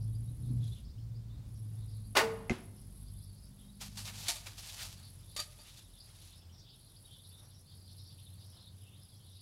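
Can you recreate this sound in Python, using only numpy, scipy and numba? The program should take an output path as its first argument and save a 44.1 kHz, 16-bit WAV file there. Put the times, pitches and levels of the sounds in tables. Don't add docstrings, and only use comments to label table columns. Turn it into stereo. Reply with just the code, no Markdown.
import sys
import numpy as np
from scipy import signal
from scipy.fft import rfft, irfft
from scipy.io import wavfile
from scipy.ndimage import uniform_filter1d
from numba import njit

SR = 44100
rng = np.random.default_rng(int(sys.argv[2]) if len(sys.argv) > 2 else 0)


def unload_audio(sound):
    columns = np.transpose(np.atleast_2d(sound))
    steps = np.round(np.clip(columns, -1, 1) * 32767)
    wavfile.write(sys.argv[1], SR, steps.astype(np.int16))


N = 414981
TIME = np.arange(N) / SR

# time_s, level_db
RELEASE_FORCE = [(2.150, -70), (2.153, -32), (2.161, -33.5), (2.170, -23), (2.18, -24.5), (2.2, -28),
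                 (2.215, -31), (2.226, -36), (2.27, -46.5), (2.35, -59.5), (2.47, -70.5)]
# frequency_hz, level_db
SLAP_SPECTRUM = [(120, -42), (230, -7.5), (450, -2), (700, -4), (1110, -3), (1600, -8.5), (2860, -8),
                 (3400, -9.5), (4840, -6.5), (8000, -17), (15500, -25)]
# pitch_hz, level_db, t60_s
LIMB_MODES = [(660, -7, .06), (900, -6, .07), (1130, -7, .05), (1254, -8, .07), (1486, 0, .1),
              (1857, -5, .07), (2078, -5, .07), (2234, -5, .06), (2470, -5, .06), (2850, -2, .04),
              (4727, -6, .05)]
# pitch_hz, level_db, t60_s
STRING_PARTIALS = [(220, -14.5, 0.31), (447.3, -0.5, .6), (540, -19, .2), (650, -22, .2), (883, -8.5, 0.24)]
# start_s, crack_db, thud_db
STRIKE_HITS = [(2.4965, -20.5, -57), (2.505, -51, -21), (2.5100, -29.5, -55), (2.5181, -52, -23)]
# pitch_hz, level_db, t60_s
POINT_MODES = [(739, -8, 0.042), (2075, 1, 0.034), (2600, 3.5, 0.01), (4100, -20, 0.015),
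               (6600, -3.5, 0.0045)]
# pitch_hz, level_db, t60_s
BUTT_MODES = [(100, -20, .06), (235, 0, .035), (350, -7, .07), (650, -18, .03)]
# start_s, peak_db, decay_s, shaft_ring_db, quiver_ring_db
HANDLING_KNOCKS = [(3.812, -42, 0.012, -14.5, -14), (3.9726, -38.5, 0.026, -15, -30),
                   (4.2826, -20.5, 0.024, -22, -9), (4.357, -38.5, 0.019, -5, -30),
                   (4.46, -49, 0.013, -14, -13), (4.579, -49, 0.012, -24, -25),
                   (5.3635, -32.5, 0.035, -6.5, -15), (5.3660, -29, 0.0013, -23, -23),
                   (5.3912, -37, 0.011, 6, -16), (5.398, -32.5, 0.021, -11, -15),
                   (5.4012, -25, 0.0021, -25, -25), (5.588, -58, 0.037, 3, 1)]
# pitch_hz, level_db, t60_s
SHAFT_MODES = [(600, 6, .09), (1244, 1, .05), (1906, -9, .05), (2600, -8, .03), (3700, -2, .03),
               (4673, 0, .04), (5800, -6, .02), (6900, -8, .02)]
# pitch_hz, level_db, t60_s
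QUIVER_MODES = [(340, -9, .05), (705, 6, .045), (900, 3, .03)]
# frequency_hz, level_db
CLACK_SPECTRUM = [(180, -49), (300, -19.5), (492, -39), (744, -10.5), (1220, -8), (2100, -5.5), (3630, -3),
                  (3940, 0.5), (11100, -7), (15500, -28)]
# peak_s, peak_db, rise_s, fall_s (times for 30 dB)
RUBS = [(0.756, -69.5, .6, 0.22), (3.814, -46, 0.021, 0.15), (3.982, -50, .06, 0.34),
        (4.08, -56, 0.1, 0.15), (4.19, -54, 0.094, 0.34), (4.245, -50.5, 0.11, 0.41),
        (4.468, -55, 0.028, 0.17), (4.58, -55, 0.015, 0.63), (4.70, -70.5, 0.57, 1),
        (4.80, -53.5, 0.27, .1), (4.832, -46.5, 0.041, 0.16), (5.788, -61, 1., 0.14),
        (6.1, -76, 0.39, 0.57), (6.28, -64.5, 0.55, .2)]
# frequency_hz, level_db
RUB_SPECTRUM = [(240, -39), (400, -18), (749, -5.5), (1590, -8.5), (2190, -7), (2430, -4), (4560, 0.5),
                (7100, -3.5), (13300, -10), (15500, -24)]
# start_s, stop_s, level_db, beats_per_s, first_phase (place in the beat, 0-1)
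CRICKET_BOUTS = [(-.1, .85, -65.5, 18.4, .44), (1.47, 6.42, -64, 18.815, 0.73),
                 (6.722, 9.5, -64.5, 18.75, 0.4)]
# place (0-1), level_db, width (beats)
WING_STROKES = [(.11, -5, .06), (.77, -6.5, .06)]
# frequency_hz, level_db
WING_SPECTRUM = [(6500, -42), (8000, -13), (9000, -10), (9700, -1), (10800, 2.5), (11800, -6.5),
                 (12800, -15), (13600, -24), (15500, -42.5)]
# start_s, level_db, from_hz, to_hz, length_s
NEAR_CHIRPS = [(0.141, -63.5, 4400, 5100, 0.024), (0.265, -70, 3500, 4200, 0.044),
               (0.843, -66, 4400, 5700, .018), (0.975, -70, 2600, 3630, 0.02),
               (1.14, -67, 4300, 5370, 0.041), (3.067, -65, 4000, 5350, 0.026),
               (3.17, -68, 4300, 5200, 0.027), (3.286, -69, 3900, 5360, .025),
               (3.435, -66, 4200, 5700, 0.028), (3.598, -72, 2800, 3600, .04), (3.67, -67, 3500, 4100, .04),
               (5.998, -52.5, 4280, 5300, 0.018), (6.567, -67, 4600, 6200, 0.037),
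               (6.687, -59, 4100, 5400, 0.028), (6.956, -58.5, 3960, 5330, 0.022),
               (7.675, -62, 4100, 5100, 0.035), (8.625, -62, 2995, 4590, .035),
               (9.35, -63, 3100, 4780, 0.028)]
# middle_s, length_s, level_db, pitch_hz
TWITTER_BURSTS = [(0.028, .06, -71, 4850), (0.463, 0.075, -71, 4000), (0.707, 0.18, -60, 3670),
                  (.88, .08, -68.5, 4600), (1.004, 0.063, -76, 4800), (1.17, .08, -81, 4700),
                  (1.34, 0.093, -73, 3890), (1.572, 0.042, -74, 5320), (1.816, 0.072, -69.5, 4030),
                  (1.98, 0.22, -64, 4500), (2.8, 0.087, -73, 4880), (3.078, 0.066, -72, 4530),
                  (3.182, 0.077, -73, 3880), (3.36, 0.29, -62.5, 4530), (3.623, .08, -71, 3490),
                  (3.753, 0.068, -72, 4340), (4.949, .12, -63.5, 4490), (5.056, 0.047, -61, 4390),
                  (5.32, .08, -65, 4280), (5.759, .15, -64, 3740), (6.028, 0.091, -63, 4480),
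                  (6.282, 0.13, -64, 3900), (6.57, 0.074, -63.5, 5100), (6.68, 0.15, -63.5, 3510),
                  (6.848, 0.077, -65.5, 4330), (7.121, 0.15, -59.5, 3485), (7.27, 0.059, -63.5, 4300),
                  (7.358, .08, -64.5, 3710), (7.519, 0.17, -66, 5290), (7.72, .08, -64.5, 4200),
                  (7.856, 0.13, -60.5, 4500), (8.058, 0.18, -58.5, 4500), (8.248, 0.11, -65.5, 3860),
                  (8.396, 0.083, -63.5, 4790), (8.504, 0.11, -64.5, 4910), (8.621, .12, -60, 3930),
                  (8.881, .14, -67.5, 3032), (9.1, 0.15, -66.5, 4620), (9.299, .1, -68.5, 3600),
                  (9.38, 0.066, -63.5, 4200)]
# time_s, level_db
FLOCK_LEVEL = [(0, -84), (3.7, -80.5), (5, -75), (6, -72.5), (9.41, -72.5)]
# time_s, fundamental_hz, second_partial_db, upper_partials_db
DRONE_COURSE = [(0, 54.06, -37.5, -58), (.35, 58.03, -43, -58.5), (.52, 61.88, -33.5, -41.5),
                (.7, 56.02, -36.5, -63), (.79, 55.13, -50.5, -57), (1.18, 57.11, -42, -67.5),
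                (1.48, 54.87, -46.5, -59.5), (1.84, 53.65, -42, -65), (2.07, 52.72, -47.5, -57),
                (2.3, 50.76, -47.5, -47), (2.7, 50, -51.5, -61.5), (3.04, 48.97, -57, -60),
                (3.15, 48.96, -48, -59.5), (3.64, 50.2, -67.5, -60.5), (3.91, 50.52, -52.5, -56),
                (4.27, 50.46, -50, -61.5), (4.38, 48.71, -60, -70), (4.56, 47.11, -55.5, -68),
                (4.81, 46.53, -63, -66), (4.93, 46.37, -53, -62.5), (5.46, 45.2, -62, -71),
                (5.62, 44.6, -72, -76), (6.1, 43.1, -61, -80), (6.54, 43.05, -57.5, -71),
                (6.7, 42.5, -72.5, -83), (7.3, 42, -79, -90)]
# time_s, fundamental_hz, level_db
MOTOR_COURSE = [(7.0, 31.4, -71.5), (7.5, 31.2, -59), (8.4, 30.92, -56), (9.2, 31.36, -59),
                (9.41, 31.3, -62.5)]
# multiple (of the fundamental), level_db
MOTOR_PARTIALS = [(1, -28), (2, -24), (3, 1.5), (4, -19.5), (5, -20), (6, -17), (7, -25.5)]
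# peak_s, peak_db, rise_s, fall_s (times for 30 dB)
WASH_SWELLS = [(1.37, -73, .5, 0.47), (1.8, -76.5, 0.27, 0.27), (6.55, -75.5, 2., 0.35),
               (7.44, -68, 0.28, .2), (8.58, -69, .3, 0.23), (9.0, -75, 0.23, 0.086)]
# frequency_hz, level_db
AIR_SPECTRUM = [(15, -40.5), (30, -24), (60, -14), (105, -2), (140, -8), (240, -20.5), (400, -25),
                (800, -29.5), (1600, -35), (2500, -37), (4800, -33), (6300, -36.5), (10000, -35.5),
                (15700, -41)]
# centre_hz, t60_s
ECHO_BANDS = [(250, 0.93), (700, 0.85), (2000, 0.29), (5000, 0.17), (11000, 0.32)]
# frequency_hz, likeness (0-1)
STEREO_LIKENESS = [(60, 1), (150, 0.91), (300, .78), (640, 0.31), (1400, 0.026), (15000, 0.16)]

RUSH_LOW_HZ, RUSH_RISE_HZ, RUSH_LAW = 800, 2100, 2.5
TWANG_S, TWANG_DB = 2.215, -27.5
BOUT_FADE_S = .1
FLOCK_HZ, FLOCK_SPREAD, TWITTER_SPREAD = 4200, .55, 0.2202
ROOT_DB, ROOT_FADE_DB_PER_S = -43.5, 3.5
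WASH_DB, AIR_DB = -85.5, -59.5
TOP_HZ = 15800


def release():
    span = slice(2 * SR, 3 * SR)
    force = undb(curve(RELEASE_FORCE, 1, -200))[span]
    grit = pair(SR, 1.5)
    centre_hz = RUSH_LOW_HZ + RUSH_RISE_HZ * (force / force.max()) ** RUSH_LAW
    slap = colour(grit, SLAP_SPECTRUM)
    rush = band(grit, centre_hz, 1300) + (centre_hz / 2500) ** 1.307 * slap
    limbs = ring(slap * force, LIMB_MODES)
    t = np.clip(TIME[span] - TWANG_S, 0, None)
    swell = (1 - np.exp(-t / 0.01)) * undb(1.1 * walk(25)[span])
    hum = sum(undb(db - 60 * t / t60) * np.sin(2 * np.pi * hz * t) for hz, db, t60 in STRING_PARTIALS)
    twang = undb(TWANG_DB) * swell * hum * undb([[1.5], [-1.5]])
    return place(rush * force + undb(-35.5) * limbs + twang, 2)


def strike():
    cracks, thuds = np.zeros((2, N))
    for s, crack_db, thud_db in STRIKE_HITS:
        cracks[int(s * SR)] = undb(crack_db)
        thuds[int(s * SR)] = -undb(thud_db)
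    span = slice(2 * SR, 3 * SR)
    push = np.hanning(int(0.001 * SR))
    pushes = signal.lfilter(push / push.sum(), 1, thuds[span])
    point = 0.52 * ring(cracks[span], POINT_MODES, sign=-0.86)
    butt = ring(pushes, BUTT_MODES)
    t = TIME[span] - STRIKE_HITS[0][0]
    straw = band(band(pair(SR, 1.9), 890, 2300), 1040, 5030)
    crunch = undb(-39.5) * (t > 0) * np.exp(-t / 0.049) * straw
    return place((point + butt) * undb([[-1], [1]]) + crunch, 2)


def knocks():
    out, n = 0, SR // 4
    for s, db, decay_s, shaft_db, quiver_db in HANDLING_KNOCKS:
        rattle = colour(pair(n, 3.5), CLACK_SPECTRUM) * np.exp(-np.arange(n) / SR / decay_s)
        rings = undb(shaft_db) * ring(rattle, SHAFT_MODES) + undb(quiver_db) * ring(rattle, QUIVER_MODES)
        out = out + place(undb(db - 3.0) * (rattle + undb(-25.0) * rings), s)
    return out


def rustle():
    crackle = undb(2 * walk(60)) * colour(pair(N, 3.2), RUB_SPECTRUM)
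    scrape_hz = 3800 * np.exp(0.5 * walk(13))
    scrapes = undb(4.5 * walk(35)) * band(pair(N, 2.1), scrape_hz, 3100)
    return swells(RUBS) * (undb(4.0) * crackle + undb(-2.0) * scrapes)


def cricket():
    beat, sings = np.zeros((2, N))
    for start, stop, db, rate, first in CRICKET_BOUTS:
        edge_s = np.minimum(TIME - start, stop - TIME)
        inside = np.clip(edge_s / BOUT_FADE_S + .5, 0, 1)
        beat = np.where(inside > 0, (first + rate * (TIME - start)) % 1, beat)
        sings = sings + undb(db) * inside ** 2
    strokes = .4 + sum(undb(db) * np.exp(-.5 * ((beat - at) / width) ** 2) for at, db, width in WING_STROKES)
    wing = colour(pair(N, 1.5) * strokes * undb(2.2 * walk(19)), WING_SPECTRUM)
    return wing * sings * undb(1.0 * walk(2.5)) * undb([[-.5], [1.5]])


def birds():
    flock, song, near = np.zeros((3, N + SR))

    def add(out, s, gain, hz, glide, length):
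        n = int((.01 + .025 * length) * SR)
        rise = 0.56 * (glide - .35)
        out[max(int(s * SR), 0):][:n] += gain * sweep(n, hz * (1 - rise), hz * (1 + rise))

    for when, spread, glide, length, size in rng.random((1200, 5)):
        hz = FLOCK_HZ * (1 + FLOCK_SPREAD * (spread - .5))
        add(flock, when * N / SR, undb(12 * size), hz, glide, length)
    draws = rng.random((len(TWITTER_BURSTS), 12, 5))
    for (middle, span, db, pitch), chirps in zip(TWITTER_BURSTS, draws):
        for when, spread, glide, length, size in chirps:
            hz = pitch * (1 + TWITTER_SPREAD * (spread - .5))
            add(song, middle + span * (when - .5) - .02, undb(db + 6.09 * (size - 1)), hz, glide, length)
    song[:N] += unit(flock[:N]) * undb(curve(FLOCK_LEVEL, 1))
    for s, db, from_hz, to_hz, length in NEAR_CHIRPS:
        n = int(length * SR)
        near[int(s * SR):][:n] += undb(db) * sweep(n, from_hz, to_hz)
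    blur = pair(SR // 4) * np.exp(-np.arange(SR // 4) / SR / 0.033)
    blur /= np.sqrt(np.sum(blur[0] ** 2))
    far = signal.fftconvolve((song + undb(-2.5) * near)[None], blur, axes=1)
    return undb(5.0) * far[:, :N] + near[:N]


def engines():
    base, upper = curve(DRONE_COURSE, 1), curve(DRONE_COURSE, 3, -200)
    steady = np.clip(TIME - 1.8, .3, 1)
    root = ROOT_DB - ROOT_FADE_DB_PER_S * TIME
    levels = root, curve(DRONE_COURSE, 2, -200), upper - 4, upper - 3, upper - 12
    voices = [(base * (k + 1), db, 1 if k == 1 else steady) for k, db in enumerate(levels)]
    motor_hz, motor_db = curve(MOTOR_COURSE, 1), curve(MOTOR_COURSE, 2, -200)
    voices += [(motor_hz * k, motor_db + db, 1) for k, db in MOTOR_PARTIALS]
    out = 0
    for hz, db, clear in voices:
        tone = np.sin(2 * np.pi * np.cumsum(hz) / SR) * undb(2.3 * walk(8.3))
        mid, side = (unit(svf(svf(rng.standard_normal(N), hz, 47.0), hz, 47.0)) for _ in range(2))
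        skirt = mid + .14 * side * np.array([[1], [-1]])
        level = uniform_filter1d(undb(db), size=900)
        out = out + level * (1.075 * clear * tone + (.85 - 0.34 * clear) * skirt)
    return out * undb([[.5], [-.5]])


def wash():
    return (undb(WASH_DB) + swells(WASH_SWELLS)) * band(pair(N), 700, 830)


def air():
    return undb(AIR_DB + 0.91 * walk(7.8)) * colour(pair(N), AIR_SPECTRUM)


def echo(x):
    t = np.arange(SR) / SR
    tail = sum(np.sqrt(hz) * band(pair(SR), hz, hz) * np.exp(-np.log(1000) * t / t60) for hz, t60 in ECHO_BANDS)
    tail *= 1 - np.exp(-t / 0.0082)
    return signal.fftconvolve(x, tail / np.sqrt(np.sum(tail[0] ** 2)), axes=1)[:, :N]


def undb(db):
    return 10 ** (np.asarray(db) / 20)


def unit(x):
    return x / np.sqrt(np.mean(x ** 2))


def curve(table, column, off=None):
    rows = np.array(table)
    return np.interp(TIME, rows[:, 0], rows[:, column], off, off)


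def along(table, hz):
    rows = np.array(table)
    return np.interp(np.log(hz + 1), np.log(rows[:, 0]), rows[:, 1])


def colour(x, table):
    n = x.shape[-1]
    gain = undb(along(table, np.arange(n // 2 + 1) * SR / n))
    return unit(irfft(rfft(x) * gain, n))


def pair(n, grit_db=0.):
    alike = np.clip(along(STEREO_LIKENESS, np.arange(n // 2 + 1) * SR / n), 0, 1)
    grit = undb(grit_db * np.minimum(rng.exponential(size=n), 7.))
    mid, side = rfft(rng.standard_normal((2, n)) * grit)
    mid, side = mid * np.sqrt(1 + alike), side * np.sqrt(1 - alike)
    return unit(irfft(np.array([mid + side, mid - side]), n))


def ring(x, modes, sign=1):
    out = 0
    for k, (hz, db, t60) in enumerate(modes):
        pole = np.exp(2j * np.pi * hz / SR - np.log(1000) / (t60 * SR))
        out = out + sign ** k * undb(db) * signal.lfilter([1], [1, -pole], x).imag
    return out


@njit
def svf(x, hz, width):
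    y, b, l = np.empty(len(x)), 0., 0.
    for i in range(len(x)):
        g, k = np.tan(np.pi * hz[i] / SR), width / hz[i]
        v = (b + g * (x[i] - l)) / (1 + g * (g + k))
        b, l, y[i] = 2 * v - b, l + 2 * g * v, k * v
    return y


def band(x, hz, width):
    return unit(np.array([svf(c, hz + 0 * c, 1. * width) for c in x]))


def walk(rate):
    k = int(SR / rate)
    held = np.repeat(rng.standard_normal(N // k + 1), k)
    return 1.2 * uniform_filter1d(held, k)[:N]


def place(sound, s):
    i = int(s * SR)
    return np.pad(sound, ((0, 0), (i, N - i - sound.shape[1])))


def sweep(n, from_hz, to_hz):
    u = np.linspace(0, 1, n)
    return np.sin(np.pi * u) * np.sin(2 * np.pi * np.cumsum(from_hz + (to_hz - from_hz) * u) / SR)


def swells(table):
    gain = 0
    for s, db, rise, fall in table:
        away = np.where(TIME < s, (s - TIME) / rise, (TIME - s) / fall)
        gain = gain + undb(np.maximum(db - 30 * away, -200))
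    return gain


def scene():
    shot, hit, handling = release(), strike(), knocks() + rustle()
    near = shot * undb([[.4], [-.4]]) + hit + handling * undb([[.6], [-.6]])
    walls = echo(undb(-16.5) * shot + undb(-17) * hit + undb(-17.5) * handling)
    return near + walls + cricket() + birds() + engines() + wash() + air()


def record(dry):
    return signal.sosfilt(signal.ellip(10, .2, 70, TOP_HZ, fs=SR, output="sos"), dry)


dry = scene()
out = record(dry)
unload_audio(out)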